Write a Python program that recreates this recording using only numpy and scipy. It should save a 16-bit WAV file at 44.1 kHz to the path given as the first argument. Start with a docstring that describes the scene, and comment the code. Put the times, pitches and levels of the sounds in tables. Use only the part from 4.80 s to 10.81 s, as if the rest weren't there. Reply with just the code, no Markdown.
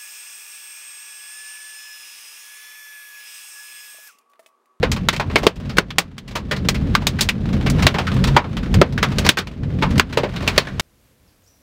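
"""Inside a car rolling along a gravel road in a hailstorm, one microphone in the cabin, six seconds.
It opens on wind and road rumbling through the body, a faint patter of rain, and hailstones close by that
crack on the windscreen and knock on the roof, each ringing briefly. Around 1 s hard blows clip and duck
the gain control, and the rumble creeps back. Rain and rumble, as heard, sink in level near 2.6 s and
come back up; more hard blows follow, and the patter is loudest just before the end."""
import sys
import numpy as np
from scipy import signal
from scipy.fft import rfft, irfft
from scipy.io import wavfile
from scipy.ndimage import uniform_filter1d

SR = 44100
rng = np.random.default_rng(int(sys.argv[2]) if len(sys.argv) > 2 else 0)


def int16_out(signal):
    """Quantize to a 16-bit WAV file."""
    q = np.round(np.clip(np.atleast_2d(signal).T, -1, 1) * 32767)
    wavfile.write(sys.argv[1], SR, q.astype(np.int16))


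N = 265041

# Level of the rumble before the gain control, sinking and rising. Each row: time in seconds, relative level in
# dB.
RUMBLE_LEVEL = [(0.0, -24.5), (0.58, -21.5), (0.85, -13), (1.12, -12), (1.35, -15.5), (1.85, -11.5),
                (2.25, -14), (2.55, -22.5), (2.93, -16.5), (3.3, -16.5), (3.45, -13), (3.62, -19.5),
                (4.2, -9), (4.4, -13.5), (4.95, -9), (5.4, -11.5), (5.7, -15.5), (6.0, -13.5)]
# Boom of wind and road inside the cabin. Each row: frequency in Hz, relative spectral level in dB.
CABIN_BOOM = [(12, -32), (25, -11.5), (52, -0.5), (64, -7), (86, 2.5), (112, -7.5), (136, 2.5), (155, -4.5),
              (180, -1.5), (255, -7.5), (320, -16.5), (500, -21.5), (800, -34.5), (1500, -82.5)]
# Level of the patter before the gain control, sinking and rising. Each row: time in seconds, relative level in
# dB.
RAIN_LEVEL = [(0.0, -43.5), (0.42, -42), (0.65, -32.5), (1.0, -24.5), (1.22, -31), (1.8, -30), (2.38, -31),
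              (2.6, -42.5), (3.2, -26), (3.65, -32), (4.0, -33), (4.45, -22), (4.8, -30), (5.25, -26.5),
              (5.8, -17), (6.0, -23.5)]
# Rain as heard from under the roof. Each row: frequency in Hz, relative spectral level in dB.
RAIN_SPECTRUM = [(150, 3), (400, 2.5), (700, 0), (1200, 0.5), (2200, -3.5), (3700, -7.5), (5500, -16),
                 (8000, -24.5), (11000, -31), (15500, -35)]
# Stones on the car. Each row: start in seconds, relative level in dB, thud in dB, hardness in dB,
# direct over diffuse sound at the microphone in dB, ring of the struck spot in Hz.
HAILSTONES = [(0.028, -13.5, -1.5, -10.5, -17, 450), (0.1171, -23, -3, 10, 1.5, 6700),
              (0.164, -29.5, 1, -1.5, -1, 1220), (0.287, -10, -7, -1.5, 9, 3500),
              (0.328, -20.5, 2, 3, -10, 2270), (0.364, -24.5, -2, 5, 10, 2900),
              (0.398, -15.5, -2.5, -7.5, -1, 910), (0.5, -30, 8, -10, -1, 2230),
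              (0.558, -8, 3.5, -6, -1, 2170), (0.583, -24.5, 11, 14, 3, 710),
              (0.632, -16, 15, 4.5, -5, 860), (0.667, 6, 8.5, 1.5, 4.5, 3100),
              (0.758, -30.5, -1, 12, -5, 3000), (0.8, -24.5, 6.5, 2, 1, 1200),
              (0.895, -18, -7, -3, -4, 5150), (0.97, -10, 1, 3, 6, 2120), (0.984, 9, 5, -2.5, 10, 1560),
              (1.1054, -8.5, -9, -5.5, 10, 3330), (1.1839, 11.5, 1, 8.5, 10.5, 1210),
              (1.381, -14, -3.5, 6, 12, 3300), (1.478, -19.5, 4, 9, -9, 2580),
              (1.511, -22.5, -5, 1, -5, 890), (1.553, -4.5, 1, 3.5, -24, 1080),
              (1.712, -5, 2, 0.5, -8.5, 1840), (1.764, -19.5, -3, 1, -1, 4400),
              (1.887, -5, 0.5, 10, 11, 1870), (1.945, -19, 1.5, 4, -7, 2360),
              (2.1512, -5.5, -11, -5, 8.5, 1190), (2.219, -23.5, 2, -3, -3, 1010),
              (2.269, -7.5, 0.5, 12.5, 9, 3570), (2.388, -19.5, -10, -0.5, -6, 1860),
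              (2.409, -10, 1, 20.5, 0.5, 4070), (2.489, -12.5, -12, 3, 14, 2650),
              (2.73, -34, 1, 1.5, -7, 1600), (2.863, -21.5, 3.5, -3, -6.5, 2400),
              (2.9, -28, 3, 19, 12, 5060), (3.023, -21.5, -3, 3, -9, 724), (3.0675, -4, 1.5, 0, 0.5, 3050),
              (3.142, -12.5, -2.5, -12, -5, 810), (3.186, -10.5, -1, -6, 0.5, 740),
              (3.269, -17, -24, -6, -6, 1370), (3.342, -33, 13.5, 13, 10, 1530),
              (3.441, -19.5, -6, 2, 8, 3500), (3.471, -23.5, -3, 3, -18, 930),
              (3.565, -1, -3.5, -12, -13.5, 930), (3.643, -21, 6, -14, -3, 1210),
              (3.769, -21, 1, -1.5, 1, 3100), (3.83, -29, 0, -2, -8, 1500),
              (3.942, -19.5, 6, 4.5, 10, 1670), (4.015, 3, 4, -13, 4, 524), (4.125, -26.5, 1, 5, 0, 950),
              (4.178, -10.5, -3, -5, 3, 1720), (4.2287, -2, -2.5, -3, 0, 1360),
              (4.385, -10, 8.5, 11, 6, 2550), (4.45, -14.5, 7, 2.5, -2, 4730),
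              (4.465, -9.5, 1, -2, 16, 5800), (4.4902, 8.5, 2, 6.5, 5, 3400),
              (4.572, 2.5, -5, -3, -4, 1350), (4.587, -1, 5, 7, 6.5, 3670), (4.672, -16.5, 0, 2, 6, 2970),
              (4.833, -27, 0, -7, 4, 1850), (5.023, -4.5, -1.5, -9.5, -8, 975),
              (5.105, -29.5, 6, 10, -8, 1200), (5.18, -17.5, 5, 10, 24, 2000),
              (5.1965, 3.5, -4, -5, 9, 1410), (5.325, -13.5, 2, 1.5, -16, 1860),
              (5.373, 3.5, 4, -3.5, -2.5, 520), (5.434, -1, 4.5, -12, -3, 550),
              (5.562, -16.5, -2, -2, -1, 3840), (5.622, -16.5, 7, -2, -9, 1030),
              (5.677, -4, -1, 3.5, 1, 2550), (5.779, 4.5, 2.5, 1.5, 0.5, 4320),
              (5.87, -13, 2, -26, 0, 1660), (5.997, -5, 1, 7.5, 14, 2000)]
# The bands of a blow. In order: thud, neutral middle, crack and sizzle, each in Hz.
BLOW_BANDS_HZ = [500, 1400, 3400, 8000]
# A blow on glass and sheet metal. 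Each row: frequency in Hz, gain in dB.
PANEL_SPECTRUM = [(60, -17), (180, -3.5), (400, 0.5), (750, -3), (1050, -0.5), (1500, -2.5), (2200, -1),
                  (3300, -4), (4500, -6), (6500, -14), (10000, -24.5), (15500, -28)]
# Ring of panels and cabin. Each row: frequency in Hz, seconds to fall by 60 dB.
RING_TIMES = [(200, 0.13), (1000, 0.13), (3500, 0.1), (10000, 0.083)]
# Narrow peaks and one notch that colour every blow. Each row: centre in Hz, width in Hz, gain in dB.
PEAKS_AND_NOTCH = [(416, 84, 2.5), (592, 60, 3.5), (1027, 45, 0), (1540, 32, 2.5), (5940, 34, -10)]


def undb(db):
    """Decibels to gain."""
    return 10 ** (np.asarray(db) / 20)


def unit(x):
    """Scale to rms 1."""
    return x / np.sqrt(np.mean(x ** 2) + 1e-18)


def curve(rows):
    """Rows of (s, value) joined by straight lines."""
    return np.interp(np.arange(N) / SR, *np.transpose(rows))


def over_hz(hz, points):
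    """Read (Hz, value) points on a log-frequency axis."""
    point_hz, value = np.transpose(points)
    return np.interp(np.log(hz + 1e-3), np.log(point_hz), value)


def bins(size):
    """Frequencies of the spectrum of size samples."""
    return np.arange(size // 2 + 1) * SR / size


def colour(x, points):
    """Filter by a spectrum of (Hz, dB) points."""
    return irfft(rfft(x) * undb(over_hz(bins(len(x)), points)), len(x))


def minimum_phase(db):
    """Causal response of a gain curve: nothing sounds before the blow."""
    cepstrum = irfft(np.log(undb(db)))
    half = len(cepstrum) // 2
    cepstrum[1:half] *= 2
    cepstrum[half + 1:] = 0
    return np.exp(rfft(cepstrum))


def fade(t, t60):
    """Exponential decay that loses 60 dB in t60 seconds."""
    return np.exp(-np.log(1000) * t / t60)


def wander(per_s):
    """Glide between random levels, per_s of them a second; rms 1."""
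    hold = int(SR / per_s)
    steps = np.repeat(rng.standard_normal(N // hold + 1), hold)
    return unit(uniform_filter1d(steps, hold)[:N])


def smooth(x, lag_s):
    """One-pole smoothing."""
    keep = np.exp(-1 / (lag_s * SR))
    return signal.lfilter([1 - keep], [1, -keep], x)


def rumble(gain_db=2.17, buffet_db=1.18):
    """Gusts and gravel shake the body; the cabin booms around the microphone at its low resonances."""
    boom = unit(colour(rng.standard_normal(N), CABIN_BOOM))
    return boom * undb(curve(RUMBLE_LEVEL) + gain_db + buffet_db * wander(per_s=14))


def rain(drops_per_s=62, scatter_db=4.2, drop_t60=0.1, near_db=-1.5, far_db=-4.0, size=4096, count=2000):
    """Near drops of uneven size ring the body; countless finer ones farther off merge into a hiss."""
    gaps, weights = -np.log(1 - rng.random((count, 2))).T  # exponential draws
    starts = (np.cumsum(gaps) * SR / drops_per_s).astype(int)
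    strengths = undb(scatter_db * np.minimum(weights, 3))
    t = np.arange(size) / SR
    envelope = fade(t, drop_t60) + 0.71 * fade(t, 0.0069)  # a brief ring behind the tick of the splash
    drops = np.zeros(N + size)
    for start, strength in zip(starts[starts < N], strengths):
        drops[start:start + size] += strength * envelope * rng.standard_normal(size)
    near = undb(near_db) * unit(drops[:N])
    far = undb(far_db) * rng.standard_normal(N)
    return unit(colour(near + far, RAIN_SPECTRUM)) * undb(curve(RAIN_LEVEL))


def cabin_ring(t):
    """Countless panel and cabin modes ring around the microphone; the high ones die first."""
    noise, hz = rfft(rng.standard_normal(len(t))), bins(len(t))
    centres, t60s = np.transpose(RING_TIMES)
    bands = [over_hz(hz, np.c_[centres, one_band]) for one_band in np.eye(len(RING_TIMES))]
    return sum(irfft(noise * band) * fade(t, t60) for band, t60 in zip(bands, t60s))


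def struck_spot(hz, thud_db, hard_db, ring_hz, crack_share=0.42, ring_db=6, ring_per_hard=0.19):
    """The panel's response: a harder contact lifts crack and sizzle and weakens the spot's own ring."""
    tone_db = over_hz(hz, np.c_[BLOW_BANDS_HZ, [thud_db, 0, crack_share * hard_db, hard_db]])
    ring_width_hz = 220 + 0.2 * ring_hz
    bands = [*PEAKS_AND_NOTCH, (ring_hz, ring_width_hz, ring_db - ring_per_hard * hard_db)]
    bands_db = sum(db / (1 + (2 * (hz - centre) / width) ** 2) for centre, width, db in bands)
    return minimum_phase(over_hz(hz, PANEL_SPECTRUM) + tone_db + bands_db)


def panel_flex(t, push_db, hz=175, t60=0.08, gain_db=-13, max_push_db=12):
    """A heavy, square blow close by dents the panel, which springs back with a low knock."""
    return undb(gain_db + min(push_db, max_push_db)) * np.sin(2 * np.pi * hz * t) * fade(t, t60)


def hailstone(thud_db, hard_db, direct_db, ring_hz, size=8192, build_s=0.0038, direct_t60=0.054):
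    """One blow: the click and close reflections reach the microphone first, then the cabin fills."""
    t = np.arange(size) / SR
    direct = rng.standard_normal(size) * fade(t, direct_t60)
    direct[0] += 4.7  # the contact click
    diffuse = cabin_ring(t) * (1 - np.exp(-t / build_s))
    blow = undb(direct_db) * direct + diffuse
    blow = irfft(rfft(blow) * struck_spot(bins(size), thud_db, hard_db, ring_hz))
    onset_rms = np.sqrt(np.mean(blow[:SR // 40] ** 2))  # the first 25 ms
    return blow / onset_rms + panel_flex(t, push_db=direct_db + thud_db)


def hail(gain_db=0.76):
    """Stones strike windscreen and roof one after another, a short way from the microphone."""
    out = np.zeros(N)
    for start_s, level_db, *character in HAILSTONES:
        start = int(start_s * SR)
        blow = hailstone(*character)[:N - start]
        out[start:start + len(blow)] += undb(level_db + gain_db) * blow
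    return out


def gain_control(x, limit_db=-11, sense_s=0.002, attack_s=0.0056, recover_db_per_s=24.5, low_cut_hz=417):
    """Turn down quickly by the excess over the limit, then creep back up; the bass hardly counts."""
    sensed = signal.sosfilt(signal.butter(2, low_cut_hz, "high", fs=SR, output="sos"), x)
    level_db = 10 * np.log10(smooth(sensed ** 2, sense_s) + 1e-18)
    excess_db = np.maximum(level_db - limit_db, 0)
    recovery_db = recover_db_per_s * np.arange(N) / SR
    duck_db = np.maximum.accumulate(excess_db + recovery_db, axis=-1) - recovery_db
    return x * undb(-smooth(duck_db, attack_s))


def scene():
    """Hail, rain and rumble meet at one microphone in the cabin."""
    return (hail() + rain() + rumble())[None]


def record(dry, top_hz=15600):
    """The microphone feeds a gain control; what gets past it clips at full scale; the top is cut."""
    clipped = np.clip(gain_control(dry), -1, 1)
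    high_cut = signal.ellip(10, 0.2, 80, top_hz, fs=SR, output="sos")
    return signal.sosfilt(high_cut, clipped)


dry = scene()
out = record(dry)
int16_out(out)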